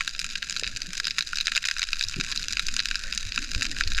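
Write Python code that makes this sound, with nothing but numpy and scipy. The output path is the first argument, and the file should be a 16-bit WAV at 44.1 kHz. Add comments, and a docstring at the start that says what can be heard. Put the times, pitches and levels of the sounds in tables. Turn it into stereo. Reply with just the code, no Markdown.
"""A camera in a waterproof case drifts just under the sea surface above a rocky reef.
From the start, snapping shrimp crackle all around, each snap ringing briefly in the case,
while water sways and gurgles against it. Near 0.7 s trapped air gulps softly and tiny bubbles sing.
From about 2 s, passing swimmers stir the water more, and their hands and fins drag streams of
bubbles under. The water pushes hardest just before the end, at 4 s."""
import sys
import numpy as np
from scipy import signal
from scipy.fft import rfft, irfft, next_fast_len
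from scipy.io import wavfile

SR = 44100
rng = np.random.default_rng(int(sys.argv[2]) if len(sys.argv) > 2 else 0)


def unload_audio(sound):
    """Save the sound as a 16-bit wav file, at the path given as the first command line argument."""
    columns = np.transpose(np.atleast_2d(sound))
    # keep every value between -1 and 1, then stretch to whole-number steps
    steps = np.round(np.clip(columns, -1, 1) * 32767)
    wavfile.write(sys.argv[1], SR, steps.astype(np.int16))


N = 176400

# Snaps of nearby shrimp, before the case colours them: start_s, level_db, extra_body_db, extra_edge_db
NEAR_SNAPS = [(0.0082, -29, 14.5, 0), (0.0769, -23, 0, -1), (0.0926, -30.5, -12, -3),
              (0.1491, -32, -0.5, -16), (0.1922, -23.5, -5.5, 0), (0.1979, -28, -7, 4),
              (0.215, -31.5, 2.5, 5), (0.244, -32.5, 9, 9.5), (0.309, -27, -13, -15), (0.355, -28, 5, -4),
              (0.3575, -25, -4, -21), (0.4226, -33.5, 1, -17), (0.427, -26.5, 4, -9.5),
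              (0.4971, -28, -3, 6), (0.508, -31.5, 1, 7), (0.5252, -27, -4, -4),
              (0.5644, -24.5, -0.5, -4.5), (0.5708, -23.5, -17, -15), (0.5965, -26.5, -8.5, 5),
              (0.6344, -24.5, -2, -11), (0.6428, -24.5, -2, -20), (0.6665, -27.5, -3, -11),
              (0.6755, -25.5, -4, -5), (0.7623, -29, -2.5, -4), (0.7706, -31.5, -1, 10),
              (0.8185, -23.5, -7.5, -7), (0.9324, -32.5, 5, 8.5), (0.9698, -28, -18, -8),
              (0.9777, -30, -1.5, 5.5), (1.0, -23.5, 3, 1), (1.0439, -23, -10, -17),
              (1.0535, -20, -13, -18), (1.0694, -23, 0.5, 1), (1.081, -23, -6, -21),
              (1.1084, -18.5, -9, -15), (1.1839, -22, 5, -1.5), (1.1894, -20.5, -2.5, -2),
              (1.2076, -20, -6, -14), (1.2242, -27, -7, -6), (1.2718, -22.5, -36, -27),
              (1.3313, -35, 7.5, 2), (1.3566, -24, -16, -8), (1.3715, -28, 0, 4), (1.3851, -22.5, -4, -7),
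              (1.4022, -24.5, -6.5, -17), (1.4096, -19, -7, -11), (1.4574, -26, -13, -7),
              (1.4698, -19, -1.5, -1), (1.4804, -30, 12.5, -3), (1.5193, -25, 6, -0.5),
              (1.5506, -20, -11, -19), (1.559, -20, -5, -7), (1.5653, -27.5, 10, 8), (1.5764, -23.5, 8, 0),
              (1.6407, -31, 7.5, -9), (1.6522, -22.5, -1.5, -6), (1.6555, -31.5, 7.5, 10),
              (1.6583, -30.5, 3, -7), (1.6724, -25.5, -33, -3), (1.686, -23.5, 5.5, 1.5),
              (1.712, -23, 3.5, -4), (1.7657, -36, 11, -3), (1.7835, -29, -1, 0), (1.7941, -28.5, 3, 8),
              (1.8183, -19, -4.5, -15), (1.8296, -24, 5, 0.5), (1.838, -22, -9.5, -12),
              (1.8878, -27, -3, -12), (1.931, -20.5, 0.5, -9), (1.9937, -23, -18, -11),
              (2.0103, -22, -1, -2.5), (2.0262, -21.5, -9.5, -8), (2.0379, -16.5, -24, -14),
              (2.085, -20.5, -28, -7.5), (2.1411, -36, 11, -15), (2.1996, -28.5, 3, -5),
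              (2.2103, -22.5, -1, -4.5), (2.2472, -34.5, 3.5, 5.5), (2.316, -25.5, -5.5, -1.5),
              (2.319, -31.5, -8, -13), (2.3233, -24, -1.5, -12), (2.3607, -26.5, -5, 1),
              (2.3753, -18.5, -18, -12), (2.4292, -24, -26, -11), (2.4833, -26, -3.5, 2.5),
              (2.5249, -27, -7, 4.5), (2.532, -23.5, -8, -5), (2.57, -24.5, 5.5, -8),
              (2.5949, -20, 1, -4.5), (2.6674, -23, -20, -2), (2.674, -40, -13, 6),
              (2.6844, -26, -0.5, -0.5), (2.6878, -31.5, 6.5, -5), (2.7406, -29, -3, 7.5),
              (2.7652, -26, 4.5, 7), (2.793, -17, -5, -26), (2.8019, -20, -2.5, -10.5),
              (2.8563, -22, -1, -2), (2.8861, -24.5, -6.5, -5), (2.9119, -25.5, 5, -6),
              (2.945, -35.5, 8.5, -1), (2.9555, -21, -3.5, -4), (3.0372, -28.5, -4.5, -12),
              (3.1256, -23, -3, -11), (3.1488, -39.5, -4, 16), (3.1764, -22, -5, 1.5),
              (3.321, -22.5, -7, -31), (3.36, -27.5, -4, 0), (3.377, -28.5, 13.5, -0.5),
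              (3.5159, -29, -2, 0), (3.5346, -34.5, 1, 3), (3.548, -25, 1, -3.5), (3.61, -28, -1, -3),
              (3.6216, -27.5, 9, 1), (3.6275, -26.5, -3, 7), (3.6448, -32, 2, 0), (3.653, -30, 8, 5.5),
              (3.666, -25.5, -6, -7), (3.7143, -28, -4.5, 0.5), (3.7661, -40, 13.5, 4), (3.7857, -32, 3, 3),
              (3.8089, -26.5, 12.5, 0.5), (3.8367, -20.5, -11, -28), (3.8755, -21.5, -11.5, -12),
              (3.9187, -28, 0.5, -4), (3.948, -21.5, -11.5, -29), (3.9791, -26.5, 4, -2),
              (3.9854, -30.5, 13, 4)]
# How the far shrimp grow louder: time_s, gain_db
CROWD_GAIN = [(.7, -1.5), (2.3, 0.5)]
# Tones the case rings at: pitch_hz, width_hz, gain_db, left_over_right_db, left_lead_radians
CASE_TONES = [(660, 120, -17, -3.5, 0.9), (1099, 97, -15, -23.5, -2.8), (1385, 124, 1, 5.5, -0.86),
              (1598, 225, 7, -1.5, 0.44), (1836, 460, -8.5, 24, -2.8), (2554, 646, 8, 1.5, -0.85),
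              (3903, 512, 8, 2, 0.81), (4920, 650, 6.5, -4, -0.16), (6003, 250, -1, -3.5, -0.68),
              (6785, 1250, 0, -1, 0.31), (11400, 7800, -23, -1, -0.3)]
# How much of the crackle differs between the two microphones: frequency_hz, share_0_to_1
STEREO_SHARE = [(700, 0.67), (1200, 0.08), (5000, 0.02), (9000, 0.16), (14000, 0.22)]
# Water pushing on the case, before SWAY_BOOST_DB is added: time_s, level_db
SWAY_LEVEL = [(.55, -48.5), (.7, -46.5), (1.6, -49.5), (2.2, -39.5), (3.45, -40), (3.75, -41),
              (3.88, -27.5)]
# The deep tone of that push: frequency_hz, gain_db
SWAY_COLOUR = [(5, -19.5), (10, 3.5), (35, -15), (60, -22.5), (100, -46), (200, -75), (1000, -110)]
# Loudness of the gurgling water: time_s, level_db
GURGLE_LEVEL = [(0, -56), (.6, -53.5), (1.1, -54.5), (1.95, -61.5), (2.3, -47.5), (2.6, -52.5), (3.0, -56),
                (3.35, -52), (3.6, -47), (3.85, -47.5), (4, -51)]
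# Balance of low and high in the gurgle: frequency_hz, gain_db
GURGLE_COLOUR = [(50, 9.5), (100, -3), (170, 2.5), (290, -8), (450, -16.5), (700, -21.5), (1000, -58),
                 (2000, -24)]
# Loudness of the small bubbles that swimmers stir up: time_s, level_db
BUBBLE_LEVEL = [(0, -70), (.7, -48.5), (1.5, -70), (2.1, -60), (2.3, -54.5), (2.7, -63), (3.1, -55),
                (3.42, -58), (3.7, -45.5), (4, -54.5)]
# How strong those bubbles are compared with each other: pitch_hz, gain_db
BUBBLE_STRENGTH = [(170, -3), (280, -6.5), (570, -8.5), (850, -14), (1150, -13), (1550, 15.5), (1900, 19)]
# Gulps of trapped air: start_s, pitch_hz, peak_db, time_to_peak_s
AIR_GULPS = [(0.626, 447, -30.5, 0.001), (.665, 35.2, -29, 0.0058), (.735, 90, -40, 0.0087),
             (0.877, 175, -37.5, 0.0098), (1.3318, 1443, -19.5, 0.0015), (2.049, 90, -40, 0.017),
             (2.165, 165, -26, 0.0018), (2.171, 367, -39.5, 0.012), (2.186, 144, -24, 0.0032),
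             (2.190, 248, -29, 0.0035), (3.150, 208, -44.5, 0.0095), (3.256, 87.5, -35, 0.01),
             (3.380, 244, -38, 0.0055), (3.560, 49.4, -19.5, 0.0046), (3.564, 260, -39, 0.0019),
             (3.572, 99, -32, 0.0075), (3.855, 88, -30, 0.011)]
# Bubble streams dragged under by hands and fins: start_s, length_s, pitch_hz, level_db
BUBBLE_STREAMS = [(2.268, .07, 1085, -55), (2.69, .07, 216, -51.5), (2.964, 0.18, 1620, -45.5),
                  (3.018, 0.084, 567, -61), (3.367, 0.083, 275, -49), (3.456, 0.35, 265, -51),
                  (3.56, 0.059, 565, -58)]
# The body, middle, edge and tip of a snap's sound: low_hz, high_hz
SNAP_BANDS = [(1200, 3200), (3200, 5600), (5600, 9000), (9000, 16000)]

CLUSTER_DB, CLUSTER_PEAK_S, CLUSTER_FADE_S = -16, .00055, .00053
REEF_TAIL_DB, REEF_FADE_S = -23, .0035
ECHO_DB, ECHO_RANGE_DB, ECHO_LATEST_S = -13, 8, .016
FAR_SNAPS_PER_S, FAR_DB, HISS_DB = 200, -34.5, -44.5
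SWAY_BOOST_DB = 7


def from_db(db):
    """Turn decibels into a number to multiply by."""
    return 10 ** (np.asarray(db) / 20)


def unit_level(x):
    """Scale each row so its average (rms) level is 1."""
    return x / np.sqrt(np.mean(x ** 2, axis=-1, keepdims=True) + 1e-20)


def over_time(rows):
    """Join (time, value) points into a value for every sample."""
    return np.interp(np.arange(N) / SR, *np.transpose(rows))


def at_hz(points, hz):
    """Read between (frequency, value) points, with octaves evenly spaced."""
    f, value = np.transpose(points)
    return np.interp(np.log(np.maximum(hz, 1)), np.log(f), value)


def cut(x, hz, kind, order=2):
    """Keep only the chosen range of frequencies."""
    return signal.sosfilt(signal.butter(order, hz, kind, fs=SR, output="sos"), x)


def drift(hz, step=40):
    """A smooth random wobble, about 1 in size."""
    memory = np.exp(-2 * np.pi * hz * step / SR)
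    noise = rng.standard_normal(N // step + 2002)
    slow = signal.lfilter([1], [1, -2 * memory, memory * memory], noise)[2000:]
    return np.interp(np.arange(N) / step, np.arange(len(slow)), unit_level(slow))


def quickest_filter(gain, size):
    """The fastest-responding filter with this gain at each frequency."""
    cepstrum = irfft(np.log(gain + 1e-9), size)
    cepstrum[1:size // 2] *= 2
    cepstrum[size // 2 + 1:] = 0
    return np.exp(rfft(cepstrum))


def add(track, start_s, sound):
    """Mix a sound in at its start time."""
    i = int(np.clip(start_s * SR, 0, N - 1))
    track[i:i + len(sound)] += sound[:N - i]


def snaps(rows, tip_db=-2, tip_spread_db=3, size=512):
    """Each snap is a sharp click, a tight cluster of later arrivals and a faint tail from the reef."""
    starts, db, body_db, edge_db = np.transpose(rows)
    t = (np.arange(size) - 10) / SR
    cluster = from_db(CLUSTER_DB) * np.exp(-abs(t - CLUSTER_PEAK_S) / CLUSTER_FADE_S)
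    tail = from_db(REEF_TAIL_DB) * np.exp(-t / REEF_FADE_S)
    noise = rng.standard_normal((len(starts), size))
    spectra = rfft((t == 0) + noise * (cluster + tail) * (t > 0))
    # Set four bands to give each snap its own tone.
    f = np.arange(size // 2 + 1) * SR / size
    sparkle_db = tip_db + edge_db / 2 + tip_spread_db * rng.standard_normal(len(starts))
    wanted_db = np.array([db + body_db, db, db + edge_db, db + sparkle_db])
    power = [np.mean(abs(spectra[:, (f > low) & (f < high)]) ** 2, axis=1) for low, high in SNAP_BANDS]
    gains_db = wanted_db - 10 * np.log10(power) + 10 * np.log10(size)
    centres_hz = np.mean(SNAP_BANDS, axis=1)
    out = np.zeros(N)
    for start_s, spectrum, gain_db in zip(starts, spectra, gains_db.T):
        add(out, start_s, irfft(spectrum * from_db(np.interp(f, centres_hz, gain_db))))
    return out


def shrimp(farthest=5.5, tone_spread_db=2):
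    """Near snaps echo once off surface or rocks; far ones are fainter, and the farthest blur into hiss."""
    lag, loss = rng.random((len(NEAR_SNAPS), 2)).T
    echoes = np.array(NEAR_SNAPS)
    echoes[:, 0] += ECHO_LATEST_S * lag
    echoes[:, 1] += ECHO_DB - ECHO_RANGE_DB * loss
    count = int(FAR_SNAPS_PER_S * N / SR)
    when, where = rng.random((count, 2)).T
    distance = 1 + (farthest - 1) * where  # the closest of the far shrimp is at 1
    body_db, edge_db = tone_spread_db * rng.standard_normal((count, 2)).T
    far = np.transpose([when * N / SR, FAR_DB - 20 * np.log10(distance), body_db - 1, edge_db + 1.5])
    paths = []
    for _ in range(2):  # the sound arrives by two sets of paths
        near = snaps(NEAR_SNAPS, tip_db=-1.5) + snaps(echoes)
        crowd = snaps(far) + from_db(HISS_DB) * rng.standard_normal(N)
        paths.append(near + crowd * from_db(over_time(CROWD_GAIN)))
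    return np.array(paths)


def ringing_case(pressure, dull_above_hz=12400):
    """The case rings at broad tones; each reaches the two microphones with its own balance and timing."""
    size = 2 * next_fast_len(N // 2 + SR // 20)
    f = np.maximum(np.arange(size // 2 + 1) * SR / size, 1)
    sides = np.array([[1], [-1]])  # left, right
    shared, differing = rfft(pressure, size)
    share = np.clip(at_hz(STEREO_SHARE, f), 0, 1)
    arriving = np.sqrt(1 - share) * shared + np.sqrt(share) * differing * sides
    tones = 0
    for hz, width_hz, db, pan_db, lead in CASE_TONES:
        at_microphones = from_db(db + sides * pan_db / 2) * np.exp(.5j * sides * lead)
        tones += at_microphones / (1 + (hz / width_hz * (f / hz - hz / f)) ** 2)
    gain = abs(tones).mean(axis=0)
    ringing = irfft(arriving * tones / gain * quickest_filter(gain, size), size)[:, :N]
    return cut(ringing, dull_above_hz, "low", order=4)


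def sway(side_db=-17):
    """Water pushes slowly back and forth on the case, making a deep rumble."""
    f = np.arange(N // 2 + 1) * SR / N
    spectrum = rfft(rng.standard_normal((2, N))) * from_db(at_hz(SWAY_COLOUR, f))
    middle, side = unit_level(irfft(spectrum, N))
    stereo = middle + from_db(side_db) * side * [[1], [-1]]
    return stereo * from_db(over_time(SWAY_LEVEL) + SWAY_BOOST_DB)


def gurgle(bands=11, side_db=-18, flicker_db=4, flicker_hz=12.8):
    """Stirred water gurgles: narrow bands of noise swell and fade on their own."""
    out, edges_hz = 0, np.geomspace(50, 2000, bands + 1)
    for low, high in zip(edges_hz, edges_hz[1:]):
        middle, side = cut(rng.standard_normal((2, N)), [low, high], "band")
        gain = from_db(at_hz(GURGLE_COLOUR, np.sqrt(low * high)) + flicker_db * drift(flicker_hz))
        out += gain * (middle + from_db(side_db) * side * [[1], [-1]])
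    return unit_level(out) * from_db(over_time(GURGLE_LEVEL))


def bubble_cloud(per_s=320, spread_db=1, cycles_to_peak=3.4):
    """Swimmers stir the surface close by, and small bubbles sing at random pitches."""
    count = int(per_s * N / SR)
    when, pitch = rng.random((count, 2)).T
    lowest, highest = BUBBLE_STRENGTH[0][0], BUBBLE_STRENGTH[-1][0]
    hz = lowest * (highest / lowest) ** pitch
    db = at_hz(BUBBLE_STRENGTH, hz) + spread_db * rng.standard_normal(count)
    cloud = air_pockets(zip(when * N / SR, hz, db, cycles_to_peak / hz))
    return unit_level(cloud) * from_db(over_time(BUBBLE_LEVEL))


def air_pockets(rows, rise_share_per_s=.85):
    """Each pocket of air rings: its note swells, rises a little in pitch and dies away."""
    out = np.zeros(N)
    for start_s, hz, db, peak_s in rows:
        t = np.arange(int(10 * peak_s * SR)) / SR
        swell = t / peak_s * np.exp(1 - t / peak_s)
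        note = np.sin(2 * np.pi * hz * t * (1 + rise_share_per_s * t / 2))
        add(out, start_s, from_db(db) * swell * note)
    return out


def bubble_streams(count=24, rise_share=.065, spread_share=.069, cycles_to_peak=2.74):
    """Bubbles of nearly one size follow closely and merge into a wavering, slightly rising note."""
    out = np.zeros(N)
    for start_s, length_s, hz, db in BUBBLE_STREAMS:
        along = (np.arange(count) + rng.random(count)) / count
        pitch_hz = hz * np.exp(rise_share * (along - .5) + spread_share * rng.standard_normal(count))
        swell_db = 10 * np.log10(np.sin(np.pi * along) + 1e-9)
        stream = air_pockets(zip(start_s + length_s * along, pitch_hz, swell_db, cycles_to_peak / pitch_hz))
        out += from_db(db) * unit_level(stream) * np.sqrt(length_s * SR / N)
    return out


def scene():
    """Shrimp heard through the case, over moving water and bubbles."""
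    crackle = ringing_case(shrimp())
    return crackle + sway() + gurgle() + bubble_cloud() + air_pockets(AIR_GULPS) + bubble_streams()


def record(dry, cutoff_hz=16300):
    """The very highest treble is cut off steeply."""
    return signal.sosfilt(signal.ellip(10, .1, 80, cutoff_hz, fs=SR, output="sos"), dry)


dry = scene()
out = record(dry)
unload_audio(out)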